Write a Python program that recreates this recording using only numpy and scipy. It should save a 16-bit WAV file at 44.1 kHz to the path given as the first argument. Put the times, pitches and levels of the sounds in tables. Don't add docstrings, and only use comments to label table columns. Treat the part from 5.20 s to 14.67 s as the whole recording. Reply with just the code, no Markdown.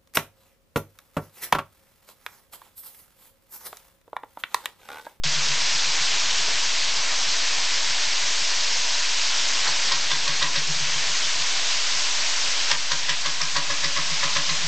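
import sys
import numpy as np
from scipy import signal
from scipy.fft import rfft, irfft
from scipy.io import wavfile
from scipy.ndimage import uniform_filter1d

SR = 44100
rng = np.random.default_rng(int(sys.argv[2]) if len(sys.argv) > 2 else 0)


def to_wav(s):
    ch = np.atleast_2d(s).T
    pcm = np.round(np.clip(ch, -1, 1) * 32767)
    wavfile.write(sys.argv[1], SR, pcm.astype(np.int16))


N = 417627
TIME = np.arange(N) / SR
FULL_RATE, SLOWEST_LOADED_RATE = 7.32, 3.7

# frequency_hz, relative_db
WATER_SPECTRUM = [(30, -23), (48, -22.5), (80, -18.5), (200, -21.5), (400, -15.5), (800, -11.5), (1300, -9),
                  (1700, -5), (2700, -2), (3900, -1.5), (5000, -0.5), (6000, -2.5), (7200, -6),
                  (9000, -3.5)]
# start_s, crack_db, ring_db, ring_tilt_db_per_octave, knock_db, hiss_hz
EXHAUST_BARKS = [(4.474, -20, -24, -1, -43, 4200), (4.718, -14.5, -21.5, -3, -41, 4470),
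                 (4.913, -15.5, -24, 1.5, -40, 3560), (5.076, -17.5, -22.5, -6, -38, 4300),
                 (5.224, -15, -19.5, -2, -31, 3870), (5.359, -17.5, -26, 3.5, -38, 4144),
                 (7.512, -11, -19.5, -5, -40, 2900), (7.715, -14, -22, -0.5, -37, 4150),
                 (7.891, -14, -25, 2.5, -37, 3300), (8.058, -15.5, -25.5, 0, -37, 3800),
                 (8.213, -18, -23.5, -3, -38, 5400), (8.363, -15, -19.5, -5.5, -32, 4370),
                 (8.503, -21, -22.5, -3, -31.5, 5350), (8.641, -17, -24.5, 1, -32.5, 4500),
                 (8.770, -20, -21, -2, -34, 3660), (8.900, -35, -34, 0, -46, 3930),
                 (9.035, -19.5, -22, -2, -33.5, 4200), (9.165, -16, -21.5, -1, -31, 3700),
                 (9.295, -20, -23.5, -2, -40, 4000)]


def water(wash_db=-21.5, drops_db=-35.5, trim_db=1.07):
    swell_db, _ = gush(TIME)
    spray = gain_of(wash_db) * wash() + gain_of(drops_db) * drops() + cabin()
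    return spray * gain_of(trim_db + swell_db) + slops()


def gush(t):
    # time_s, spray_db, falling_water_db
    flow = [(0.05, -27, -38), (0.52, -25, -37), (1.2, -24.5, -36.5), (1.49, -26, -39.5), (2.04, -26, -37.5),
            (2.85, -25.5, -39.5), (4.08, -24.5, -40.5), (4.55, -24.5, -37), (4.84, -26, -36),
            (5.39, -27.5, -37.5), (6.04, -25.5, -38.5), (7.35, -25.5, -38.5), (7.54, -25.5, -37.5),
            (8.16, -28.5, -41), (8.45, -28, -40), (9.45, -26.5, -37.5)]
    times, spray_db, fall_db = np.transpose(flow)
    swell_db = np.interp(t, times, spray_db - spray_db.mean())
    return swell_db, np.interp(t, times, fall_db - fall_db.mean()) - swell_db


def wash(patchy_db=1.0, hop=128):
    frames, hz = N // hop + 5, np.fft.rfftfreq(512, 1 / SR)
    real, imag, patches = rng.standard_normal((frames, len(hz), 3)).T
    patches = uniform_filter1d(patches, size=12, axis=0)
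    patches = unit_rms(uniform_filter1d(patches, size=14, axis=1))
    _, heavy_db = gush(np.arange(frames) * hop / SR)
    heavy_share = curve_at([(150, 1.0), (600, 1), (2000, 0.46), (5000, 0.31)], hz)[:, None]
    field_db = curve_at(WATER_SPECTRUM, hz)[:, None] + heavy_share * heavy_db + patchy_db * patches
    _, hiss = signal.istft((real + 1j * imag) * gain_of(field_db), nperseg=512, noverlap=512 - hop)
    return unit_rms(hiss[:N])


def drops(per_s=1400, spread_db=3.0, low_hz=1300, high_hz=8000, decay_cycles=0.8):
    impacts = gain_of(spread_db * np.minimum(rng.exponential(1, N), 4.5)) * rng.choice([-1, 1], N)
    impacts *= rng.random(N) < per_s / SR
    pitches = np.linspace(low_hz, high_hz, num=20)
    pitch_index = rng.integers(0, len(pitches), N)
    ticks = sum(resonate(impacts * (pitch_index == k), hz, hz / (np.pi * decay_cycles))
                for k, hz in enumerate(pitches))
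    return coloured(ticks, WATER_SPECTRUM)


def cabin():
    # pitch_hz, width_hz, level_db
    modes = [(73, 14, -62.5), (105, 44, -67.5), (628, 110, -50), (1000, 153, -43.5), (1600, 420, -44)]
    return sum(gain_of(db) * resonate(rng.standard_normal(N), hz, width) for hz, width, db in modes)


def slops(width_hz=240):
    # start_s, level_db, centre_hz, decay_s
    landings = [(1.268, -38, 500, 0.037), (4.457, -32, 920, 0.046)]
    out = np.zeros(N)
    for start, db, hz, decay in landings:
        splash = rng.standard_normal(N) * burst(TIME - start - decay / 2, decay / 2, decay)
        out += gain_of(db) * resonate(splash, hz, width_hz)
    return out


def barks(ring_trim_db=-8.5, wet_db=-13):
    out, t = np.zeros(N), np.arange(-SR // 20, SR // 4) / SR
    knock = silencer_knock(t)
    for (start, crack_db, ring_db, tilt_db, knock_db, hiss_hz), rate in zip(EXHAUST_BARKS, bark_rates()):
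        ring = pipe_ring(t, warmth(start, rate, load=0.97), tilt_db)
        bark = gain_of(crack_db) * gas_crack(t, hiss_hz) + gain_of(ring_db + ring_trim_db) * ring
        add(out, start + t[0], wall_echoes(bark) + gain_of(knock_db) * knock)
        add(out, start + t[0], gain_of(wet_db) * lock_tail(bark))
    return out


def gas_crack(t, hiss_hz, focus_db=6, focus_width_hz=700):
    # frequency_hz, relative_db
    spectrum = [(60, -30), (400, -9), (780, -26.5), (1050, -8), (1400, -5), (2000, 0.5), (3600, -0.5),
                (5600, 1), (7000, -6.5), (9000, -5)]
    hz = np.fft.rfftfreq(len(t), 1 / SR)
    jet_db = curve_at(spectrum, hz) + focus_db * np.exp(-((hz - hiss_hz) / focus_width_hz) ** 2)
    jet = coloured(rng.standard_normal(len(t)), np.column_stack([hz, jet_db]))
    return jet * burst(t - 0.0042, rise_s=0.0031, fall_s=0.0083)


def pipe_ring(t, tuning, tilt_db, pivot_hz=1100):
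    # pitch_hz, width_hz, relative_db
    modes = [(644, 120, -14), (1046, 58, -2), (1110, 99, 0.5), (1260, 53, -3.5), (1704, 160, 1.5),
             (2014, 120, 2), (2700, 200, -6.5), (3300, 240, -2.5), (3800, 130, -1), (4900, 200, -6.5),
             (5800, 130, -8.5)]
    flow = rng.standard_normal(len(t)) * burst(t + 0.0026, rise_s=0.01, fall_s=0.014)
    ring = np.zeros(len(t))
    for hz, width, db in modes:
        mode = resonate(resonate(flow, hz * tuning, width), hz * tuning, width)
        ring += gain_of(db + tilt_db * np.log2(hz / pivot_hz)) * unit_rms(mode)
    return flow.std() * ring


def silencer_knock(t, rise_s=0.0034):
    # pitch_hz, relative_db, lag_s, decay_s
    modes = [(85, -2.5, 0, 0.0073), (292, -7, .016, 0.039), (562.6, -2.5, 0., 0.043)]
    return sum(gain_of(db) * burst(t - lag, rise_s, decay) * np.sin(2 * np.pi * hz * t)
               for hz, db, lag, decay in modes)


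def thuds(base_hz=159, rise_s=0.013, fall_s=0.018, peak_s=0.0208, sub_db=-12, sub_lead_s=0.0055):
    full_db, db_per_rate, unloaded_db, uneven_db = -33.5, 2, -13, 1.7
    out, t = np.zeros(N), np.arange(SR // 4) / SR - peak_s
    for start, rate, load in strokes():
        db = full_db - db_per_rate * (FULL_RATE - rate) + unloaded_db * (1 - load)
        db += uneven_db * rng.standard_normal()
        hz = base_hz * warmth(start, rate, load)
        hum = burst(t, rise_s, fall_s) * np.cos(2 * np.pi * hz * t)
        sub = burst(t + sub_lead_s, rise_s / 2, fall_s) * np.sin(np.pi * hz * t)
        add(out, start, gain_of(db) * (hum + gain_of(sub_db) * sub))
    return out


def strokes(thud_lag_s=0.005, unload_s=0.35, step_s=0.001):
    # start_s, end_s, strokes_per_s, slowing_strokes_per_s2
    coasts = [(.045, 4.4, 8.35, .88), (5.485, 7.3, 8, 2.6), (9.431, 9.47, 8, 2)]
    out = [(bark[0] + thud_lag_s, rate, 1) for bark, rate in zip(EXHAUST_BARKS, bark_rates())]
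    for start, end, first_rate, slowing in coasts:
        since = np.arange(0, end - start, step_s)
        rate = np.maximum(first_rate - slowing * since, 1)
        count = np.floor(np.cumsum(rate) * step_s)
        firings = np.flatnonzero(np.diff(count, prepend=-1))
        out += [(start + since[i], rate[i], np.exp(-since[i] / unload_s)) for i in firings]
    return out


def bark_rates():
    gaps = np.diff([bark[0] for bark in EXHAUST_BARKS], prepend=0)
    return np.maximum(1 / gaps, SLOWEST_LOADED_RATE)


def warmth(time_s, rate, load):
    return 0.93 + 0.0069 * time_s - 0.013 * (FULL_RATE - rate) - 0.087 * (1 - load)


def wall_echoes(x):
    # delay_s, level_db
    echoes = [(0.0143, -8), (.018, -11.5), (.036, -10)]
    out = x.copy()
    for delay, db in echoes:
        add(out, delay, gain_of(db) * x)
    return out


def lock_tail(x, build_s=0.025):
    # frequency_hz, t60_s
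    decay_times = [(150, 0.68), (1000, 0.32), (3000, 0.14), (8000, 0.13)]
    hz, t, noise = signal.stft(rng.standard_normal(SR // 2), SR, nperseg=256)
    decay = gain_of(-60 * t / curve_at(decay_times, hz)[:, None])
    build = 1 - np.exp(-(t / build_s) ** 2)
    _, tail = signal.istft(noise * decay * build, SR, nperseg=256)
    return signal.fftconvolve(x, tail / np.linalg.norm(tail))[:N]


def gain_of(db):
    return 10 ** (np.asarray(db) / 20)


def unit_rms(x):
    return x / np.sqrt(np.mean(x ** 2) + 1e-20)


def curve_at(points, hz):
    point_hz, value = np.transpose(points)
    return np.interp(np.log(hz + 1), np.log(point_hz + 1), value)


def add(mix, start_s, sound):
    part = mix[max(round(start_s * SR), 0):][:len(sound)]
    part += sound[:len(part)]


def coloured(x, spectrum):
    gains = gain_of(curve_at(spectrum, np.fft.rfftfreq(len(x), 1 / SR)))
    return unit_rms(irfft(rfft(x) * gains, len(x)))


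def resonate(x, hz, width_hz):
    b, a = signal.iirpeak(hz, hz / width_hz, fs=SR)
    return signal.lfilter(b, a, x) * np.sqrt(SR / (np.pi * width_hz))


def burst(t, rise_s, fall_s):
    return np.exp(-(np.minimum(t, 0) / rise_s) ** 2 - np.maximum(t, 0) / fall_s)


def scene(thud_wet_db=-15):
    thud = thuds()
    mix = water() + barks() + thud + gain_of(thud_wet_db) * lock_tail(thud)
    return np.array([mix, mix])


def record(dry, threshold_db=-19.0, squeeze=0.48, attack_s=0.0095, recovery_db_per_s=9.0):
    start_s, dull_hz, limit_hz, dc_offset = 0.036, 7750, 9120, -0.064
    power_db = 10 * np.log10(abs(uniform_filter1d(dry[0] ** 2, size=300)) + 1e-12)
    excess_db = np.maximum(power_db - threshold_db, 0)
    drain_db = TIME * recovery_db_per_s
    held_db = np.maximum.accumulate(excess_db + drain_db) - drain_db
    pole = np.exp(-1 / (attack_s * SR))
    duck_db = squeeze * signal.lfilter([1 - pole], [1, -pole], held_db)
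    ducked = dry / gain_of(duck_db) * (TIME > start_s)
    dull = signal.firwin(61, dull_hz, window=("kaiser", 6), fs=SR)
    band_limit = signal.firwin(511, limit_hz, window=("kaiser", 9), fs=SR)
    return signal.oaconvolve(ducked, np.convolve(dull, band_limit)[None], "same", axes=1) + dc_offset


dry = scene()
out = record(dry)
to_wav(out)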